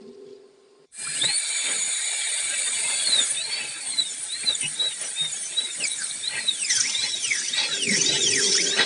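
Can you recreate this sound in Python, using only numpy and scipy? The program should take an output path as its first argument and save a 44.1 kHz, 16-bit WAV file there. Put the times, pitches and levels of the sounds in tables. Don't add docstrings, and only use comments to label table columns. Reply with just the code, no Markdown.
import sys
import numpy as np
from scipy import signal
from scipy.fft import rfft, irfft
from scipy.io import wavfile
from scipy.ndimage import uniform_filter1d

SR = 44100
rng = np.random.default_rng(int(sys.argv[2]) if len(sys.argv) > 2 else 0)


def store_pcm(level_fs):
    pcm = np.round(np.clip(level_fs, -1, 1) * 32767).astype(np.int16)
    wavfile.write(sys.argv[1], SR, np.atleast_2d(pcm).T)


N = 390285
TIME = np.arange(N) / SR


def undb(db):
    return 10 ** (np.asarray(db) / 20)


def unit(x):
    return x / np.sqrt(np.mean(x ** 2))


def curve(table, at=TIME):
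    return np.interp(at, *np.transpose(table))


def walk(rate):
    levels = rng.standard_normal(N // 20)
    return unit(np.interp(2 * rate * TIME, np.arange(len(levels)), levels))


def colour(x, points):
    hz, db = np.transpose(points)
    bins = np.maximum(np.arange(N // 2 + 1) * SR / N, 1)
    skirt = 1 / (1 + (hz[0] / bins) ** 3)
    gain = undb(np.interp(np.log(bins), np.log(hz), db))
    return unit(irfft(rfft(x) * skirt * gain, N))


def resonator(x, hz, width):
    return signal.lfilter(*signal.iirpeak(hz, hz / width, SR), x)


def ring(x, modes):
    return x + sum(undb(db) * resonator(x, hz, width) for hz, width, db in modes)


def band(hz, width):
    once = resonator(rng.standard_normal(N), hz, width)
    return unit(resonator(once, hz, width))


def grit(per_s, spread_db):
    hits = rng.random(N) < per_s / SR
    return unit(hits * rng.standard_normal(N) * undb(spread_db * rng.standard_normal(N)))


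def shifting(x, spread_db, per_s, size):
    frames = dict(fs=SR, nperseg=size, noverlap=size * 3 // 4)
    _, t, bands = signal.stft(x, **frames)
    memory = np.exp(-2 * np.pi * per_s * t[1])
    kicks = uniform_filter1d(rng.standard_normal(bands.shape), size=3, axis=0)
    drift = unit(signal.lfilter([1], [1, -memory], kicks))
    gain = undb(spread_db * np.minimum(drift, 2))
    return unit(signal.istft(bands * gain, **frames)[1][:N])


# order, level/dB
HUM_ORDERS = [(11, -8), (12, -8.5), (13, -9.5), (14, -22.5), (16, -35), (17, 6.5), (18, 7.5), (19, 2),
              (21, -5.5), (22, -6), (23, -32), (32, -38), (39, -41), (46, -49)]
# t/s, level/dB
HUM_LEVEL = [(0, -46), (.1, -44), (.36, -44.5), (.43, -50.5), (.55, -55.5), (.855, -56), (.865, -91),
             (1.0, -72), (1.4, -67), (7.55, -84), (7.75, -45.5), (7.95, -39.5), (8.3, -34), (8.85, -38.5)]

def hum(shaft_hz=22.47):
    turn = 2 * np.pi * shaft_hz * TIME
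    drone = sum(undb(db) * np.sin(order * turn + order % 2 * np.pi / 2) for order, db in HUM_ORDERS)
    return unit(drone) * undb(curve(HUM_LEVEL) + 1.3 * walk(18))


# f/Hz, level/dB
ROOM_SPECTRUM = [(380, 3.5), (650, -6.5), (961, -12), (995, -31), (1040, -3), (1110, -14.5), (2390, -20.5),
                 (2920, -18), (3140, -20), (4980, -15.5), (5870, -31), (8890, -20.5), (11000, -43),
                 (14300, -77), (22000, -120)]
# t/s, level/dB
ROOM_LEVEL = [(0, -63), (.46, -65), (.85, -65), (.87, -84), (.92, -82)]

def ambience():
    noise = shifting(colour(rng.standard_normal(N), ROOM_SPECTRUM), spread_db=2, per_s=8, size=1024)
    return noise * undb(curve(ROOM_LEVEL) + 3.8)


# f/Hz, level/dB
RUMBLE_SPECTRUM = [(25, -54), (70, -56), (100, -5), (135, 2), (250, 2.5), (340, 1.5), (600, -8),
                   (1200, -80), (4000, -68)]
# t/s, level/dB
RUMBLE_LEVEL = [(0.0, -58), (0.38, -68), (0.5, -73), (0.92, -101), (1.0, -59), (1.27, -44.5), (1.35, -69),
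                (1.58, -85), (1.68, -49), (1.88, -53), (1.95, -102), (2.25, -100), (2.45, -55),
                (4.2, -57.5), (6.5, -57), (7.6, -54.5), (7.9, -33.5), (8.85, -42.5)]

def rumble():
    gain = np.hypot(undb(curve(RUMBLE_LEVEL)), dig_envelope(THUD_COLUMN)) * undb(2.2 * walk(25))
    noise = colour(rng.standard_normal(N), RUMBLE_SPECTRUM)
    return shifting(noise, spread_db=6.5, per_s=4.7, size=2048) * gain


# f/Hz, level/dB
RUSTLE_SPECTRUM = [(1500, -5), (2300, -2), (3200, -5), (5000, 3), (5900, -5), (7500, -13), (11000, -40)]
# t/s, level/dB
RUSTLE_LEVEL = [(0, -64), (.12, -63), (.17, -71), (.27, -64), (.36, -64), (.45, -78), (.6, -110)]

def rustle():
    ticks = colour(grit(per_s=3000, spread_db=3), RUSTLE_SPECTRUM)
    flicker = shifting(ticks, spread_db=7, per_s=12, size=512)
    return flicker * undb(curve(RUSTLE_LEVEL) + 2 * walk(30))


# t/s, level/dB, f/Hz
THUMPS = [(.01, -40, 218), (0.071, -38, 239), (0.271, -48, 247), (.79, -60, 156), (0.977, -51, 214),
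          (1.08, -40, 152), (1.238, -58, 162), (1.422, -65, 153), (4.64, -34.5, 150), (4.861, -48, 145.3),
          (5.21, -35.5, 158), (6.772, -40, 120), (6.98, -46, 117), (7.272, -44, 123.4)]

def thumps(rise_s=0.006, t60=0.24):
    out = np.zeros(N)
    for s, db, hz in THUMPS:
        age = np.maximum(TIME - s, 0)
        attack = 1 - np.exp(-age / rise_s)
        decay = undb(db - np.minimum(60 * age / t60, 200))
        out += attack * decay * np.sin(2 * np.pi * hz * age)
    return out


# f/Hz, width/Hz, level/dB
HOSE_MODES = [(1690, 160, -0.5), (2390, 63, 0), (2690, 90, -7), (4200, 82, 3), (4950, 230, 0.5)]
# t/s, level/dB
HOSE_LEVEL = [(.9, -100), (.94, -60), (1.05, -35.5), (1.28, -42), (1.42, -50), (1.6, -100)]

def hose():
    modes = sum(undb(db) * band(hz, width) for hz, width, db in HOSE_MODES)
    return unit(modes) * undb(curve(HOSE_LEVEL))


# f/Hz, level/dB
AIR_SPECTRUM = [(300, -21.5), (700, -9.5), (1100, -17.5), (1700, -3.5), (2400, -12.5), (3100, -10),
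                (4200, -3.5), (5400, -15.5), (6600, -6), (7400, -5), (7900, 7), (9200, 6.5), (10000, 0),
                (11200, -22)]
# t/s, level/dB
AIR_LEVEL = [(0.905, -85), (0.925, -54), (1.0, -35), (1.2, -27), (2.2, -26), (3.1, -23.5), (3.33, -26.5),
             (3.42, -33), (6.6, -33), (6.76, -37), (6.95, -35.5), (8.85, -39)]

def exhaust(load, stall_db=4.5):
    jet = shifting(colour(rng.standard_normal(N), AIR_SPECTRUM), spread_db=3.2, per_s=16, size=512)
    gust_db = .7 * walk(30)
    return jet * undb(curve(AIR_LEVEL) + stall_db * load - 3 + gust_db)


# f/Hz, width/Hz, level/dB
PORT_MODES = [(2145, 60, -4), (2315, 90, 0), (3550, 90, -2), (3690, 50, -4), (3960, 120, -3),
              (4220, 60, -8), (4410, 60, -6), (4660, 70, -10), (5580, 70, -16)]
# t/s, level/dB
PORTS_LEVEL = [(.92, -77.5), (1.2, -37.5), (1.5, -32.5), (3.0, -35.5), (3.5, -43), (4.0, -49.5),
               (8.85, -41.5)]

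def ports():
    modes = sum(undb(db + 2.5 * walk(8.8)) * band(hz, width) for hz, width, db in PORT_MODES)
    return unit(modes) * undb(curve(PORTS_LEVEL))


# t/s, level/dB
WHISTLE_LEVEL = [(.92, -84), (1.05, -52), (1.35, -43), (1.55, -36.5), (1.85, -33), (2.1, -37), (3.1, -39),
                 (3.4, -48.5), (8.85, -53)]

def whistle():
    return band(hz=6935, width=230) * undb(curve(WHISTLE_LEVEL) + 2.1 * walk(12))


FREE_HZ = 4685
# deepest t/s, sag/Hz, lean-in/s, ease-off/s, whine gain/dB, contact/dB, overtones/dB
PRESSES = [(3.312, 1501, 0.203, 0.13, 11.5, -67, -65), (3.66, 84.9, .11, .11, 0, -60, -66),
           (4.25, 1516, 0.3, 0.092, 4, -49, -71), (4.657, 1775, 0.17, 0.13, -10, -61, -52),
           (5.067, 1445, 0.19, 0.096, 0, -67, -56), (5.47, 1455, 0.31, 0.09, -2.5, -45, -49.5),
           (5.892, 540.0, 0.079, 0.041, 10, -58, -66), (6.107, 3408, 0.35, 0.11, 0, -63, -61.5),
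           (6.809, 3201, 0.27, 0.128, -4, -25.5, -46.5), (7.41, 3065, 0.222, 0.11, -15, -25.5, -50),
           (7.947, 2720.0, 0.19, 0.1, 3.5, -24, -48), (8.505, 3854, 0.24, 0.17, 9, -26, -47),
           (8.996, 2893, 0.093, 0.1, 4, -38.0, -46)]

def leaning(press, lean_power=1.756, ease_power=1.408):
    s, _, lean_s, ease_s = press[:4]
    lean = abs((TIME - s) / lean_s) ** lean_power
    ease = abs((TIME - s) / ease_s) ** ease_power
    return np.exp(-np.where(TIME < s, lean, ease))


def rotor_speed(pressure, start_s=0.92, spin_up_s=0.254):
    age = np.maximum(TIME - start_s, 0)
    unloaded_hz = FREE_HZ * (1 - np.exp(-(age / spin_up_s) ** 2.04))
    sag_hz = np.transpose(PRESSES)[1]
    return np.maximum(unloaded_hz - sag_hz @ pressure, 1)


def labouring(speed_hz):
    return np.clip(1 - speed_hz / 3800, 0, 1)


# speed/Hz, level/dB
WHINE_BY_SPEED = [(300, -92), (1500, -45.5), (2300, -83), (2950, -42), (3200, -88), (3550, -36),
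                  (3750, -35), (3950, -31.5), (4250, -31.5), (4430, -49), (4560, -65), (4700, -73)]
# t/s, level/dB
LIGHT_TOUCH = [(0.92, -66), (1.1, -5), (1.3, -4), (1.5, -18), (2.8, -19), (3.0, -13)]

def tone_levels(speed_hz, pressure, bite_hz_per_s=12000):
    s, *_, whine_db, contact_db, overtone_db = np.transpose(PRESSES)
    bite_db = 4.5 * np.tanh(-np.gradient(speed_hz) * SR / bite_hz_per_s)
    unbalance = undb(curve(WHINE_BY_SPEED, speed_hz) + np.interp(TIME, s, whine_db))
    radiated = undb(np.interp(speed_hz, [1100, 1750], [-24, 0]))
    contact = undb(contact_db) @ pressure * undb(bite_db / 2) * radiated
    fundamental_db = 20 * np.log10(np.hypot(unbalance, contact))
    return fundamental_db, np.interp(TIME, s, overtone_db) + bite_db + curve(LIGHT_TOUCH)


# f/Hz, level/dB
RADIATION = [(2000, -5), (3600, -9), (4850, 9), (5400, 12), (5950, 20), (6500, 15), (7050, 19), (7600, 14),
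             (8200, 21), (8900, 18), (9450, 20), (10400, 3), (13500, -90)]
# f/Hz, width/Hz, level/dB re direct sound
HEAD_MODES = [(2010, 37, -13), (3695, 21, 8), (3910, 19, 5), (5750, 55, 7.5), (6160, 120, -9),
              (7250, 81, 7.5), (8800, 40, 6.5)]

def whine(speed_hz, phase, fundamental_db, overtone_db):
    labour = labouring(speed_hz)
    shake_db = (3.6 + 4 * labour) * walk(55) + (1.3 + 2 * labour) * walk(260)
    skid = (.17 + 1.2 * labour) * walk(250)
    tone = undb(fundamental_db - 4.5 - 3.5 * labour + shake_db) * np.sin(phase + skid)
    pressed_db = overtone_db + 6 * labour - .5
    for order in range(2, 10):
        radiation_db = curve(RADIATION, order * speed_hz) - 1.6 * max(order - 5, 0)
        flutter_db = 8 * np.tanh(walk(60))
        rasp = (.85 + .5 * labour) * walk(340)
        tone += undb(pressed_db + radiation_db + flutter_db) * np.sin(order * phase + rasp)
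    return ring(tone, HEAD_MODES)


# f/Hz, width/Hz, level/dB re direct sound
JAW_MODES = [(513, 580, -8.5), (886, 47, 12.5), (1613, 34, 10), (1944, 62, 13), (2126, 47, 12.5),
             (2362, 71, 13.5), (2590, 110, 10.5), (2938, 16, 14), (3197, 24, 10.5), (3362, 20, 17),
             (3603, 38, 10.5), (3630, 29, 9.5), (3900, 60, 13.5), (4320, 92, 10), (4530, 47, 2.5),
             (4530, 96, 15), (5015, 63, 11), (5450, 95, 10.5), (5870, 190, 6.5), (6130, 70, 12),
             (7030, 330, 9)]
# f/Hz, level/dB
CUT_SPECTRUM = [(200, -55), (450, 4.5), (850, -3.5), (1100, -3.5), (1650, 3), (2250, 0), (2900, 4.5),
                (3700, 3.5), (4400, 0.5), (5100, -3), (7000, -40), (11000, -50)]
# t/s, level/dB
CUT_LEVEL = [(0.92, -64), (1.02, -23), (1.2, -31.5), (1.35, -35.5), (2.4, -32), (3.2, -28.5), (3.7, -33.5),
             (4.05, -36.5), (6.67, -31.5), (6.72, -25), (7.25, -28.5), (8.85, -20)]

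def cutting(phase, load, stall_db=-28.5):
    scrape = grit(per_s=9000, spread_db=3) * (1 + .4 * np.sin(phase)) * undb(1.3 * walk(55))
    jaw = ring(colour(scrape, CUT_SPECTRUM), JAW_MODES)
    moving_contact = shifting(jaw, spread_db=10, per_s=6.4, size=1024)
    return moving_contact * undb(curve(CUT_LEVEL) + stall_db * load - 3)


# f/Hz, level/dB
RATTLE_SPECTRUM = [(300, 6), (600, -46), (880, -16), (1150, -11), (1600, -13.5), (2100, -5.5), (2700, -10),
                   (3300, 1.5), (4200, -11.5), (5000, 4.5), (5600, 7.5), (6200, 3.5), (7100, 0), (7600, -8),
                   (8300, -0.5), (9500, 0), (11000, -30)]
# t/s, level/dB
RATTLE_LEVEL = [(0.92, -82), (1.05, -60), (2.95, -58), (3.16, -36.5), (3.4, -45.5), (6.665, -43.5),
                (6.705, -25.5), (7.05, -29), (7.2, -32), (7.5, -30.5), (7.61, -38), (7.72, -30),
                (7.86, -35), (7.96, -22.5), (8.17, -24.5), (8.56, -23.5), (8.85, -31)]

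def rattle(load, stall_db=8):
    knocks = grit(per_s=8000, spread_db=1.5) * undb(1.2 * walk(50))
    jaw = ring(colour(knocks, RATTLE_SPECTRUM), JAW_MODES)
    jangle = shifting(jaw, spread_db=6, per_s=7, size=1024)
    return jangle * undb(curve(RATTLE_LEVEL) + stall_db * load - 4)


# t/s, approximate f/Hz, level/dB, nominal half length/s
FLARES = [(1.075, 1400, -53, 0.0064), (1.1, 1900, -36.5, 0.0057), (1.137, 2400, -46, 0.0069),
          (1.157, 2900, -52, 0.0068), (1.208, 3400, -33, 0.0049), (1.224, 3600, -20, 0.0039),
          (1.256, 7900, -27, .007), (1.261, 4000, -26, 0.0049), (1.3, 4250, -34, 0.0034),
          (1.355, 4450, -25.5, 0.01), (1.38, 9000, -22.5, 0.017), (3.052, 4450, -34, 0.0055),
          (3.137, 4000, -18, 0.0075), (3.205, 3700, -28, 0.022), (3.23, 7000, -25, 0.018),
          (3.3, 6300, -42, 0.016), (3.316, 9500, -23, .008), (3.422, 8000, -36, .012),
          (3.538, 4450, -28, 0.014), (3.585, 4500, -31.5, 0.011), (3.63, 4500, -40, .012),
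          (3.696, 4500, -36.5, 0.011), (3.749, 4500, -41, 0.015), (3.823, 4500, -43, 0.01),
          (3.901, 8900, -28.5, 0.026), (3.998, 3950, -16, 0.0072), (4.02, 3900, -24, 0.0027),
          (4.003, 7900, -33, .011), (4.117, 7100, -31.5, 0.011), (4.238, 9500, -30, 0.0084),
          (4.426, 8600, -32, 0.011), (4.342, 4000, -30.5, 0.01), (4.488, 3950, -16, 0.0095),
          (4.509, 3900, -22, 0.0024), (4.53, 3750, -25, 0.0039), (4.552, 3600, -28.5, 0.0047),
          (4.554, 7000, -21, 0.0025), (4.612, 9200, -21.5, 0.0013), (4.626, 9000, -25.5, 0.0072),
          (4.654, 2950, -32, 0.02), (4.684, 9100, -30.5, 0.0068), (4.801, 3900, -27.5, 0.0024),
          (4.811, 3900, -29, 0.0055), (4.854, 3950, -24, 0.028), (5.014, 9600, -25, .0018),
          (5.026, 9300, -28, .004), (5.065, 6100, -40, 0.018), (5.094, 9500, -33, 0.011),
          (5.206, 3750, -32, 0.023), (5.259, 3700, -30.5, 0.016), (5.334, 6900, -28.5, 0.0063),
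          (5.368, 6700, -32, .005), (5.428, 9400, -32, .012), (5.468, 6100, -34, 0.0097),
          (5.591, 3900, -20.5, 0.0097), (5.624, 3900, -30, 0.0041), (5.74, 7100, -37, 0.014),
          (5.805, 9000, -33, .012), (5.809, 2900, -32, 0.0029), (5.83, 7900, -32, .007),
          (5.831, 2650, -28.5, 0.0093), (5.844, 5000, -29, 0.0063), (5.853, 7200, -29, 0.0058),
          (5.856, 2350, -23, 0.0038), (5.868, 4600, -38, .008), (5.873, 6900, -33, 0.006),
          (5.881, 8300, -31, 0.0067), (5.929, 9500, -30, 0.011), (5.934, 3850, -32, 0.019),
          (5.993, 7000, -29, 0.0064), (6.012, 1600, -39, 0.02), (6.034, 4600, -41, 0.021),
          (6.043, 8500, -27.5, .005), (6.068, 3950, -37, 0.0072), (6.112, 3900, -29, 0.0059),
          (6.249, 3700, -31.5, 0.0076), (6.281, 4000, -20, 0.0037), (6.492, 3950, -18.5, 0.0066),
          (6.515, 3800, -29.5, 0.0062), (6.625, 8200, -24, 0.0063), (6.655, 4900, -25, 0.0057),
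          (6.658, 7100, -29, 0.004), (6.705, 3960, -26, 0.0043), (6.714, 1900, -24, 0.004),
          (6.715, 5650, -18.5, 0.0077), (6.724, 7000, -32, 0.017), (6.757, 3250, -33.5, 0.0073),
          (6.762, 8200, -33, 0.0081), (6.764, 9600, -31, 0.0083), (6.776, 4750, -32, .008),
          (6.797, 1530, -32.5, 0.012), (6.804, 8960, -21.5, 0.0031), (6.807, 5940, -17.5, 0.0038),
          (6.813, 5940, -22, 0.0054), (6.857, 2000, -30, 0.0095), (6.952, 3600, -22.5, 0.0021),
          (6.96, 3700, -28, .004), (6.995, 4030, -26, 0.0053), (7.006, 8100, -34.5, 0.013),
          (7.043, 4150, -23.5, 0.01), (7.066, 8200, -46, 0.012), (7.143, 3790, -26, 0.008),
          (7.246, 6100, -30, 0.01), (7.252, 8700, -32, 0.0057), (7.253, 2930, -30, .006),
          (7.28, 7750, -28, 0.0037), (7.323, 2130, -26.5, 0.0067), (7.331, 6450, -31, 0.0043),
          (7.355, 1890, -50, 0.0021), (7.357, 5730, -26, 0.0035), (7.388, 5080, -27, 0.0047),
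          (7.398, 6370, -28, 0.0062), (7.486, 5960, -31, .005), (7.539, 7340, -35, 0.0034),
          (7.54, 3700, -22.5, 0.0032), (7.56, 3880, -33, 0.0036), (7.57, 7900, -35, 0.011),
          (7.654, 4130, -35, .018), (7.666, 8200, -41, 0.013), (7.728, 3790, -27.5, 0.0082),
          (7.83, 3190, -29, 0.011), (7.837, 5880, -36, 0.006), (7.841, 8310, -28, 0.0085),
          (7.876, 2370, -22, 0.0032), (7.897, 2130, -19, 0.0031), (7.917, 7990, -26, 0.0058),
          (7.932, 3900, -26, 0.0063), (7.97, 9020, -31, 0.0074), (8.018, 6160, -17.5, 0.0052),
          (8.046, 3400, -44, 0.0068), (8.05, 7080, -28, 0.0076), (8.066, 3700, -29, 0.0045),
          (8.096, 3880, -23.5, 0.005), (8.148, 7920, -32, .016), (8.238, 7240, -23.5, 0.01),
          (8.242, 3530, -22, 0.0041), (8.271, 3290, -24, 0.011), (8.289, 6030, -22.5, 0.009),
          (8.312, 8290, -28, 0.008), (8.337, 4910, -23, 0.0045), (8.338, 2390, -25, 0.0075),
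          (8.364, 6220, -18, 0.004), (8.398, 1640, -27, 0.003), (8.405, 9430, -31, 0.0046),
          (8.431, 6200, -23, 0.0054), (8.45, 4570, -23.5, 0.0057), (8.466, 6140, -37.5, 0.0042),
          (8.492, 3700, -35, 0.011), (8.529, 4440, -22, 0.0066), (8.548, 5940, -22, 0.0053),
          (8.566, 3290, -34, 0.0068), (8.568, 7110, -22, .005), (8.578, 5770, -25, 0.0074),
          (8.598, 2200, -24.5, 0.0046), (8.646, 5960, -28, 0.0071), (8.672, 3340, -26, 0.0044),
          (8.694, 7170, -27.5, 0.012), (8.715, 3880, -29, .005), (8.74, 4050, -35, 0.0049)]

def flares(speed_hz, phase, rise=1.25, fall=.8):
    out = np.zeros(N)
    labour = labouring(speed_hz)
    rasp = (.23 + .2 * labour) * walk(380)
    grain = undb((1.1 + 5 * labour) * walk(170) - 2 * labour)
    for s, near_hz, db, length in FLARES:
        order = max(round(near_hz / np.interp(s, TIME, speed_hz)), 1)
        near = abs(TIME - s) < 5 * length
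        age = (TIME[near] - s) / length
        swell = np.exp(-.5 * (age / np.where(age < 0, rise, fall)) ** 2)
        harmonic = np.sqrt(2) * np.sin(order * phase[near] + min(order, 4) * rasp[near])
        out[near] += undb(db) * swell * harmonic
    return out * grain


# speed/Hz, level/dB
WHIRL_BY_SPEED = [(3400, -91), (3900, -53), (4300, -50), (4600, -56), (4680, -45)]

def whirl(speed_hz, phase):
    flutter_db = 3.5 * walk(60)
    skid = .8 * walk(130)
    return undb(curve(WHIRL_BY_SPEED, speed_hz) + flutter_db) * np.sin(phase / 2 + skid)


# t/s, half length/s, rasp/dB, scrape/dB, thud/dB, scrape's low f/Hz, high f/Hz
DIGS = [(1.244, 0.0083, -34, -32, -40, 1500, 4200), (1.297, 0.014, -50, -27, -53, 1700, 3430),
        (1.695, 0.041, -38.5, -32.5, -54, 1600, 4170), (3.17, 0.054, -39, -37, -46, 1550, 3600),
        (3.593, 0.075, -47, -33.5, -56, 2010, 3200), (4, 0.012, -44, -48, -46, 1600, 4200),
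        (4.443, 0.0087, -50, -35.5, -43, 1900, 2770), (4.502, 0.021, -40.5, -39, -53, 1900, 4610),
        (4.643, 0.019, -56, -31.5, -45.5, 2100, 3000), (4.83, 0.033, -42, -49, -48, 1590, 3270),
        (5.04, 0.03, -44, -38.5, -66, 1930, 3300), (5.236, 0.035, -49.5, -47, -56, 1391, 2360),
        (5.597, 0.037, -46, -61, -60, 1600, 4200), (5.822, 0.029, -43, -44, -44, 1600, 4200),
        (6.362, 0.034, -43.5, -29.5, -49, 1633, 2830), (7.051, 0.016, -64, -28.5, -46, 1801, 2460),
        (7.616, 0.032, -69, -20.5, -47, 1570, 5540), (8.803, 0.024, -25.5, -20.5, -30.5, 1520, 4209)]
RASP_COLUMN, SCRAPE_COLUMN, THUD_COLUMN = 2, 3, 4

def digs():
    rasp_spectrum = [(330, -.5), (480, 7.5), (680, 2.5), (880, -4), (1100, -4.5), (1700, 4.5), (5000, -62)]
    out = dig_envelope(RASP_COLUMN) * colour(grit(per_s=6000, spread_db=2.5), rasp_spectrum)
    coarse = grit(per_s=2600, spread_db=3.5) * undb(2.2 * walk(75))
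    scrape = shifting(ring(coarse, JAW_MODES), spread_db=5.5, per_s=5, size=1024)
    for s, length, _, scrape_db, _, low_hz, high_hz in DIGS:
        near = abs(TIME - s) < 5 * length
        passband = signal.butter(3, [low_hz, high_hz], "bandpass", fs=SR, output="sos")
        spot = unit(signal.sosfilt(passband, scrape[near]))
        out[near] += undb(scrape_db) * spot * np.exp(-.5 * ((TIME[near] - s) / length) ** 2)
    hollow = undb(-17) * dig_envelope(SCRAPE_COLUMN) * band(hz=865, width=120)
    return out + hollow


def dig_envelope(column):
    return sum(undb(row[column]) * np.exp(-.5 * ((TIME - row[0]) / row[1]) ** 2) for row in DIGS)


def room(x, wet_db, t60):
    t = TIME[:SR // 3]
    tail = rng.standard_normal(len(t)) * undb(-60 * t / t60) * (t > .003)
    return x + undb(wet_db) * signal.fftconvolve(x, tail / np.linalg.norm(tail))[:N]


def scene():
    pressure = np.array([leaning(press) for press in PRESSES])
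    speed_hz = rotor_speed(pressure)
    load = 1 - speed_hz / FREE_HZ
    jittered_hz = speed_hz * (1 + .0015 * walk(60) + .003 * walk(500))
    phase = 2 * np.pi * np.cumsum(jittered_hz) / SR
    tones = whine(jittered_hz, phase, *tone_levels(speed_hz, pressure))
    tones += flares(speed_hz, phase) + whirl(speed_hz, phase)
    air = exhaust(load) + ports() + whistle() + hose()
    grinding = cutting(phase, load) + rattle(load) + digs()
    drill = room(tones + air + grinding, wet_db=-11, t60=0.08)
    return (drill + rumble() + thumps() + rustle() + ambience() + hum())[None]


def record(dry):
    ceiling, top_hz = .6, 11200
    lowpass = signal.ellip(12, .2, 100, top_hz, fs=SR, output="sos")
    return signal.sosfilt(lowpass, ceiling * np.tanh(dry / ceiling))


dry = scene()
out = record(dry)
store_pcm(out)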